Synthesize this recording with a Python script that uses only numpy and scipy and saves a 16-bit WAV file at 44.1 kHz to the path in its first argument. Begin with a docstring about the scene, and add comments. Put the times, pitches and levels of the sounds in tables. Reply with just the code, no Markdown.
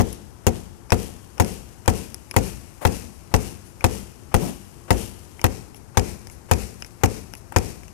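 """Rubber mallet on a paver

A mallet taps a concrete paver into its sand bed on a raised wooden deck, twice a second.
Each blow knocks the paver, booms the deck and throws up sand that patters back; the loose head ticks.
The left microphone is close and overloads on every blow; the right is farther off and hears it later."""
import sys
import numpy as np
from scipy import signal
from scipy.io import wavfile

SR = 44100
rng = np.random.default_rng(int(sys.argv[2]) if len(sys.argv) > 2 else 0)


def bounce(signal):
    """Save signal as a 16-bit WAV file at the path given by the first command-line argument."""
    frames = np.transpose(np.atleast_2d(signal))
    limited = np.clip(frames, -1, 1)
    pcm = np.round(limited * 32767).astype(np.int16)
    wavfile.write(sys.argv[1], SR, pcm)


N = 350018
EVENT_TIME_S = np.arange(int(.8 * SR)) / SR

# mallet blows: start_s, force_db
BLOWS = [(-0.004, -2.5), (0.467, -3.5), (0.9201, 0), (1.3989, 0), (1.878, 0.5), (2.3637, 1), (2.851, 0.5),
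         (3.34, 0), (3.8416, 0), (4.3421, 1), (4.9055, 1.5), (5.4415, -2.5), (5.9718, -0.5), (6.5123, 0.2),
         (7.0351, -1), (7.5617, -0.5)]
# seating of the paver, 0 loose to 1 firm: time_s, firmness
BED_FIRMNESS = [(0, 0), (2.5, 0.39), (4.9, 0.14), (5.4, 0.48), (7.6, 0.52)]
# paver modes (firmly bedded ring, crack, drop on its edge): pitch_hz, level_db, t60_s
BITE_MODES = [(869, -3, 0.034), (1328, 1, 0.027), (1902, -1, 0.028)]
CRACK_MODES = [(1314, 12, 0.018), (2020, 3.5, 0.018), (2210, 5, 0.0078), (2627, 6, 0.013),
               (3345, 0, 0.0087), (5494, -2, 0.021), (6330, 4, 0.019), (6720, 5.5, 0.028),
               (8540, 5.5, 0.017), (10944, 11.5, 0.0081)]
EDGE_MODES = [(2590, 8.5, 0.0029), (5500, 0, 0.015), (6160, -1, 0.0095), (6900, 11, 0.0025),
              (8450, 8, 0.002), (10300, 7, 0.0025)]
# deck modes: pitch_hz, t60_s, left_db, right_db
DECK_MODES = [(37.5, 0.34, -25.5, -52), (62.3, 0.37, -23.5, -32), (66.7, 0.082, -8.5, -21),
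              (91.2, 0.062, 10, -19), (86.63, 1, -35, -45), (107.7, 0.43, -21.5, -31.5),
              (162.5, 0.32, -21.5, -54), (191.3, 0.58, -28.5, -38), (205.7, 0.061, -13, -10.5),
              (234.5, 0.12, -3, -17.5), (277, 0.16, -23, -17.5), (348, 0.53, -29, -35),
              (398.4, 0.04, -7, -9.5), (444, 0.082, -18, -16.5), (477, 0.12, -16, -26.5),
              (527, 0.077, -9, -48), (731.4, 0.071, -5, -44), (800.4, 0.073, -10.5, -42),
              (878.5, 0.054, -2, -16), (942, 0.082, -18.5, -28)]
# heaves of the whole deck: start_s, level_db
HEAVES = [(3.338, 0.5), (4.3416, 1)]
# diffuse rumble of boards and joists: freq_hz, density_db
RUMBLE_LEFT_SPECTRUM = [(25, -29), (60, 6.5), (120, -7), (210, 0.5), (310, -5), (450, 1.5), (610, -12.5),
                        (750, -12), (1100, -22.5), (2500, -33.5), (4000, -49), (12000, -54)]
RUMBLE_RIGHT_SPECTRUM = [(25, -49), (70, -12), (210, 4.5), (310, -6), (420, 5.5), (620, -9), (750, -11.5),
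                         (1200, -19), (2500, -16), (4200, -29.5), (6300, -19), (12000, -47)]
# rumble decay: freq_hz, t60_s
RUMBLE_DECAY = [(40, 0.83), (100, 0.67), (200, 0.71), (450, 0.45), (900, 0.6), (3000, 0.66), (10000, 0.81)]
# mallet head shifting on its handle: start_s, wood_db, bright_db
TICKS = [(0.129, -64, -32.5), (0.905, -30, -27.5), (1.381, -35, -42), (1.447, -36, -32), (1.860, -40, -41),
         (2.1445, -61, -29), (2.3116, -29.5, -29.5), (3.808, -30.5, -47), (5.394, -33.5, -52),
         (5.415, -32, -34), (5.746, -41, -45.5), (6.271, -35, -41), (6.299, -43, -45), (6.823, -29, -32),
         (6.847, -39, -38.5), (7.337, -31.5, -37), (7.352, -41, -40), (7.523, -38, -49), (7.834, -41, -51),
         (7.881, -42.5, -48)]
# mallet modes: pitch_hz, level_db, t60_s
HANDLE_MODES = [(920, -5, .02), (1500, -4, .004), (2150, -3, .006), (2450, -1, .011), (2850, -1, .005)]
HEAD_MODES = [(5450, -1, .008), (6200, 0, .004), (7700, -1, .003), (9500, -4, .004), (10350, -4, .014),
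              (11500, -7, .004)]
# hollow between handle and head: freq_hz, gain_db
MALLET_CAVITY = [(2900, 0), (4200, -15.5), (5300, 2.5), (12000, 1)]
# board judders, hand slips, sleeve swishes: start_s, level_db, length_s
JUDDERS = [(4.414, -20, 0.026), (4.452, -24, 0.043)]
SCUFFS = [(2.3405, -28, 0.0027), (2.81, -30, 0.033), (7.521, -29.5, 0.0051)]
SWISHES = [(2.67, -64, 0.015), (3.65, -49, 0.031), (5.755, -44.5, 0.018), (6.305, -46.5, 0.036),
           (6.795, -46, .02), (6.858, -43.5, 0.011), (7.365, -44, 0.017)]
# falling sand, loose board, bracing hand, slipping hand, sleeve, garden air: freq_hz, density_db
SAND_SPECTRUM = [(300, -56), (1200, -7), (2400, -11), (3800, -2), (5700, 3), (7200, -1.5), (9000, -2.5),
                 (11000, -5), (13800, -9), (15200, -73)]
BOARD_SPECTRUM = [(60, -23), (170, 17.5), (450, -3.5), (700, 3), (1200, -14.5), (4300, -26), (9000, -24)]
BRACE_SPECTRUM = [(100, -30), (500, 5), (900, 5.5), (1600, -3), (2600, -7), (4000, -19), (10000, -18),
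                  (14000, -32)]
SCUFF_SPECTRUM = [(100, -12), (500, 6), (900, 8), (1600, -1), (2600, -8), (4000, -19), (10000, -12),
                  (14000, -16)]
SLEEVE_SPECTRUM = [(1000, -16), (4000, -16), (6000, -6), (8500, -15), (10500, 1), (12000, -9), (13800, -19),
                   (15000, -27)]
AIR_SPECTRUM = [(20, -11), (55, 2), (110, 3), (160, -4.5), (400, -10.5), (600, -17), (800, -15),
                (1300, -20.5), (2200, -27.5), (3600, -37), (5600, -30), (10500, -31.5), (13300, -35),
                (14200, -76)]
# path of the small sounds to the far microphone: freq_hz, gain_db
FAR_PATH = [(40, -24), (100, -43.5), (300, 1), (1000, -30.5), (2400, -9), (3200, -11), (4500, -19.5),
            (6300, -19.5), (9000, -21.5), (13000, -27)]


def knock(rock_db=11, rock_hz=890, push_db=8, push_hz=520, t60_s=0.019, bite_db=10, far_db=-22):
    """Rubber on concrete: the paver rocks a few cycles, with more bite as it seats; little bass carries."""
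    out = np.zeros(N)
    for start_s, force_db in BLOWS:
        firm = firmness(start_s)
        rock_aim, push_aim, bite_aim = 1 + 0.034 * rng.standard_normal(3)  # the struck spot varies
        bite = sum(amp(db) * ring(hz * bite_aim, decay_s) for hz, db, decay_s in BITE_MODES)
        rock = amp(rock_db + 1.3 * force_db) * ring(rock_hz * rock_aim, t60_s)
        push = amp(push_db + 5 * firm) * ring(push_hz * push_aim, t60_s)
        add(out, start_s, -rock - push - amp(bite_db) * firm ** 2 * bite)
    return np.array([high_passed(out, 147), amp(far_db) * high_passed(out, 650, order=2)])


def paver(crack_db=0.16, grind_db=-21, grind_s=.009, rebound_db=-32, rebound_s=.0232):
    """The paver cracks on its neighbours, grinds in its dip and clacks back, harder on a firm bed."""
    out = np.zeros(N)
    for start_s, _ in BLOWS:
        crack = clack(CRACK_MODES, contact_s=0.0013, grit=0.81, spread=0.0374)
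        add(out, start_s + 0.00033, amp(crack_db) * crack)
        dip_s = start_s + grind_s * rng.uniform(0.99, 1.5)
        add(out, dip_s, amp(grind_db) * clack(CRACK_MODES, contact_s=0.0071, grit=3.1))
        rebound = clack(EDGE_MODES, contact_s=.0018, grit=0.19)
        add(out, start_s + rebound_s, amp(rebound_db + 20 * firmness(start_s)) * rebound)
    return out


def deck(rumble_db=(-19, -31.5), correlation=0.53, build_s=0.0016, yield_s=0.0029):
    """The heavy deck yields and booms, then rumbles; a firm bed damps its hollow low mids."""
    out = np.zeros((2, N))
    shared_tail = rumble()  # blows land close together, so their tails are alike
    for start_s, force_db in BLOWS:
        firm = firmness(start_s)
        boom_damping = [(100, 0), (200, -9 * firm), (450, -9 * firm), (750, 0)]
        boom = 0
        for hz, t60_s, left_db, right_db in DECK_MODES:
            gains = amp(np.array([[left_db], [right_db]]) + value_at(boom_damping, hz))
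            boom -= gains * ring(hz * (1 + 0.013 * rng.standard_normal()), t60_s)
        boom *= 1 - np.exp(-(EVENT_TIME_S / yield_s) ** 2)
        tail = correlation * shared_tail + np.sqrt(1 - correlation ** 2) * rumble()
        tail_damping = [(100, 0), (300, -6 * firm ** 2), (750, 0)]
        tail = np.array([coloured(side, tail_damping) for side in tail])
        tail *= amp(np.array(rumble_db) + 0.9 * force_db)[:, None]
        tail *= 1 - np.exp(-EVENT_TIME_S / build_s)
        add(out, start_s, boom + tail)
    for start_s, db in HEAVES:
        add(out, start_s, -amp([[db], [db - 24]]) * ring(hz=27, t60_s=0.1))
    return out


def rumble():
    """Countless deck modes as stereo noise, each band dying at its own rate."""
    size = len(EVENT_TIME_S)
    sides = []
    for spectrum in RUMBLE_LEFT_SPECTRUM, RUMBLE_RIGHT_SPECTRUM:
        hz, time_s, bands = signal.stft(noise(spectrum, size), SR, nperseg=1024)
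        decay = amp(-60 * time_s / value_at(RUMBLE_DECAY, hz)[:, None])
        sides.append(signal.istft(bands * decay, SR, nperseg=1024)[1][:size])
    return np.array(sides)


def sand(level_db=-38, flight_s=0.096, scatter=0.47, spray_s=0.059, trickle_s=0.48,
         loose_hz=3160, firm_hz=2000):
    """Grains spray from the joints, patter back and trickle; the joints' hollow sinks as the bed firms."""
    out = np.zeros(N)
    size = len(EVENT_TIME_S)
    spray = amp(-1) * np.exp(-EVENT_TIME_S / spray_s)
    landing = np.exp(-np.log((EVENT_TIME_S + 1e-5) / flight_s) ** 2 / (2 * scatter ** 2))
    trickle = amp(-10) * np.exp(-EVENT_TIME_S / trickle_s)
    flow = np.sqrt(spray ** 2 + landing ** 2 + trickle ** 2)
    for start_s, force_db in BLOWS:
        firm = firmness(start_s)
        fine_db = 7.5 + 0.6 * force_db - 5 * firm  # hard blows throw finer sand; a firm bed has less
        grains = unit_rms(rng.standard_normal(size) * amp(3.5 * np.minimum(rng.exponential(1, size), 6)))
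        hiss = unit_rms(coloured(coloured(grains, SAND_SPECTRUM), [(6000, 0), (10000, fine_db)]))
        hollow = resonance(grains, loose_hz * (firm_hz / loose_hz) ** firm, q=3.5)
        add(out, start_s, amp(level_db + 1.9 * force_db) * flow * (hiss + amp(-7) * hollow))
    return out


def mallet_ticks():
    """The loose head ticks on the handle as the swing turns round."""
    out = np.zeros(N)
    for start_s, wood_db, bright_db in TICKS:
        wood = clack(HANDLE_MODES, contact_s=0.0015, grit=0.27, spread=0.014)
        bright = clack(HEAD_MODES, contact_s=0.00025, grit=0.1, spread=0.024)
        add(out, start_s, amp(wood_db) * wood + amp(bright_db + 3) * bright)
    return coloured(out, MALLET_CAVITY)


def loose_board():
    """A loose board judders after a heavy blow."""
    return rubs(JUDDERS, BOARD_SPECTRUM)


def hand(lead_s=.028, brace_db=-40.5, brace_s=.018):
    """The resting hand rubs the stones as it braces for each blow, and now and then slips."""
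    braces = [(start_s - lead_s, brace_db + 2 * force_db, brace_s) for start_s, force_db in BLOWS]
    return rubs(braces, BRACE_SPECTRUM) + rubs(SCUFFS, SCUFF_SPECTRUM)


def sleeve():
    """The sleeve swishes as the arm turns round."""
    return rubs(SWISHES, SLEEVE_SPECTRUM)


def garden_air(level_db=(-42, -56), sway_db=0.1, hum_db=-62, hum_hz=347):
    """Nearly steady air with a faint wavering hum."""
    time_s = np.arange(N) / SR
    sways = [np.sin(2 * np.pi * (hz * time_s + rng.random())) / np.sqrt(hz)
             for hz in np.geomspace(.3, 6, 20)]
    breeze = unit_rms(sum(sways))
    hum = resonance(rng.standard_normal(N), hum_hz, q=60)
    air = np.array([amp(db + sway_db * breeze) * noise(AIR_SPECTRUM, N) for db in level_db])
    return air + amp(hum_db) * hum


def firmness(time_s):
    """How firmly the paver sits in its bed."""
    return np.interp(time_s, *np.transpose(BED_FIRMNESS))


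def ring(hz, t60_s):
    """One struck mode."""
    return np.sin(2 * np.pi * hz * EVENT_TIME_S) * amp(-60 * EVENT_TIME_S / t60_s)


def clack(modes, contact_s, grit, spread=0.026):
    """A gritty contact rings randomly detuned modes; rms 1 over the first 4 ms."""
    size, attack = SR // 8, slice(0, SR // 250)
    contact = rng.standard_normal(size) * np.exp(-EVENT_TIME_S[:size] / contact_s)
    body = sum(amp(db) * ring(hz * (1 + spread * rng.standard_normal()), t60_s)
               for hz, db, t60_s in modes)
    ringing = signal.fftconvolve(contact, body[:size])[:size]
    sound = ringing / ringing[attack].std() + grit * contact / contact[attack].std()
    return sound / sound[attack].std()


def rubs(events, spectrum):
    """Short swells of noise, each peaking at half its length_s."""
    out = np.zeros(N)
    for start_s, db, length_s in events:
        rise = EVENT_TIME_S / (length_s / 2)
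        swell = rise * np.exp(1 - rise)
        add(out, start_s, amp(db) * swell * noise(spectrum, len(swell)))
    return out


def noise(spectrum, size):
    """Coloured noise, rms 1."""
    return unit_rms(coloured(rng.standard_normal(size), spectrum))


def coloured(x, curve):
    """Minimum-phase filter: attacks stay sharp."""
    log_gain = np.log(amp(value_at(curve, abs(np.fft.fftfreq(8192, 1 / SR)))))
    response = np.exp(np.conj(signal.hilbert(log_gain)))
    taps = np.fft.ifft(response).real[:4096]
    return signal.oaconvolve(x, taps)[:len(x)]


def resonance(x, hz, q):
    """One resonant band of x, rms 1."""
    return unit_rms(signal.lfilter(*signal.iirpeak(hz, q, SR), x))


def high_passed(x, hz, order=1):
    """Butterworth bass cut."""
    return signal.lfilter(*signal.butter(order, hz, "highpass", fs=SR), x)


def value_at(curve, hz):
    """Interpolates over log frequency."""
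    freq_hz, values = np.transpose(curve)
    return np.interp(np.log(hz + 1), np.log(freq_hz + 1), values)


def amp(db):
    """Decibels to gain."""
    return 10 ** (np.asarray(db) / 20)


def unit_rms(x):
    """Scales to rms 1."""
    return x / np.sqrt(np.mean(x ** 2) + 1e-20)


def add(mix, start_s, sound):
    """Mixes a sound in, cropped at both ends of the mix."""
    start = round(start_s * SR)
    sound = sound[..., max(-start, 0):]
    part = mix[..., max(start, 0):][..., :sound.shape[-1]]
    part += sound[..., :part.shape[-1]]


def scene(far_delay_s=.0052):
    """All sources at the near (left) and far (right) microphone."""
    small_sounds = paver() + sand() + mallet_ticks() + hand() + loose_board() + sleeve()
    near, far = deck() + knock() + np.array([small_sounds, coloured(small_sounds, FAR_PATH)])
    out = garden_air()
    add(out[0], 0, near)
    add(out[1], far_delay_s, high_passed(far, 84, order=2))
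    return out


def record(dry, ceiling=.42, hardness=4, leak=.025, cutoff_hz=15500):
    """Input overload squashes the peaks of each blow; a band limit follows."""
    clipped = dry / (1 + abs(dry / ceiling) ** hardness) ** (1 / hardness) + leak * dry
    low_pass = signal.firwin(127, cutoff_hz, window=("kaiser", 9), fs=SR)
    return signal.oaconvolve(high_passed(clipped, 8), low_pass[None], "same")


dry = scene()
out = record(dry)
bounce(out)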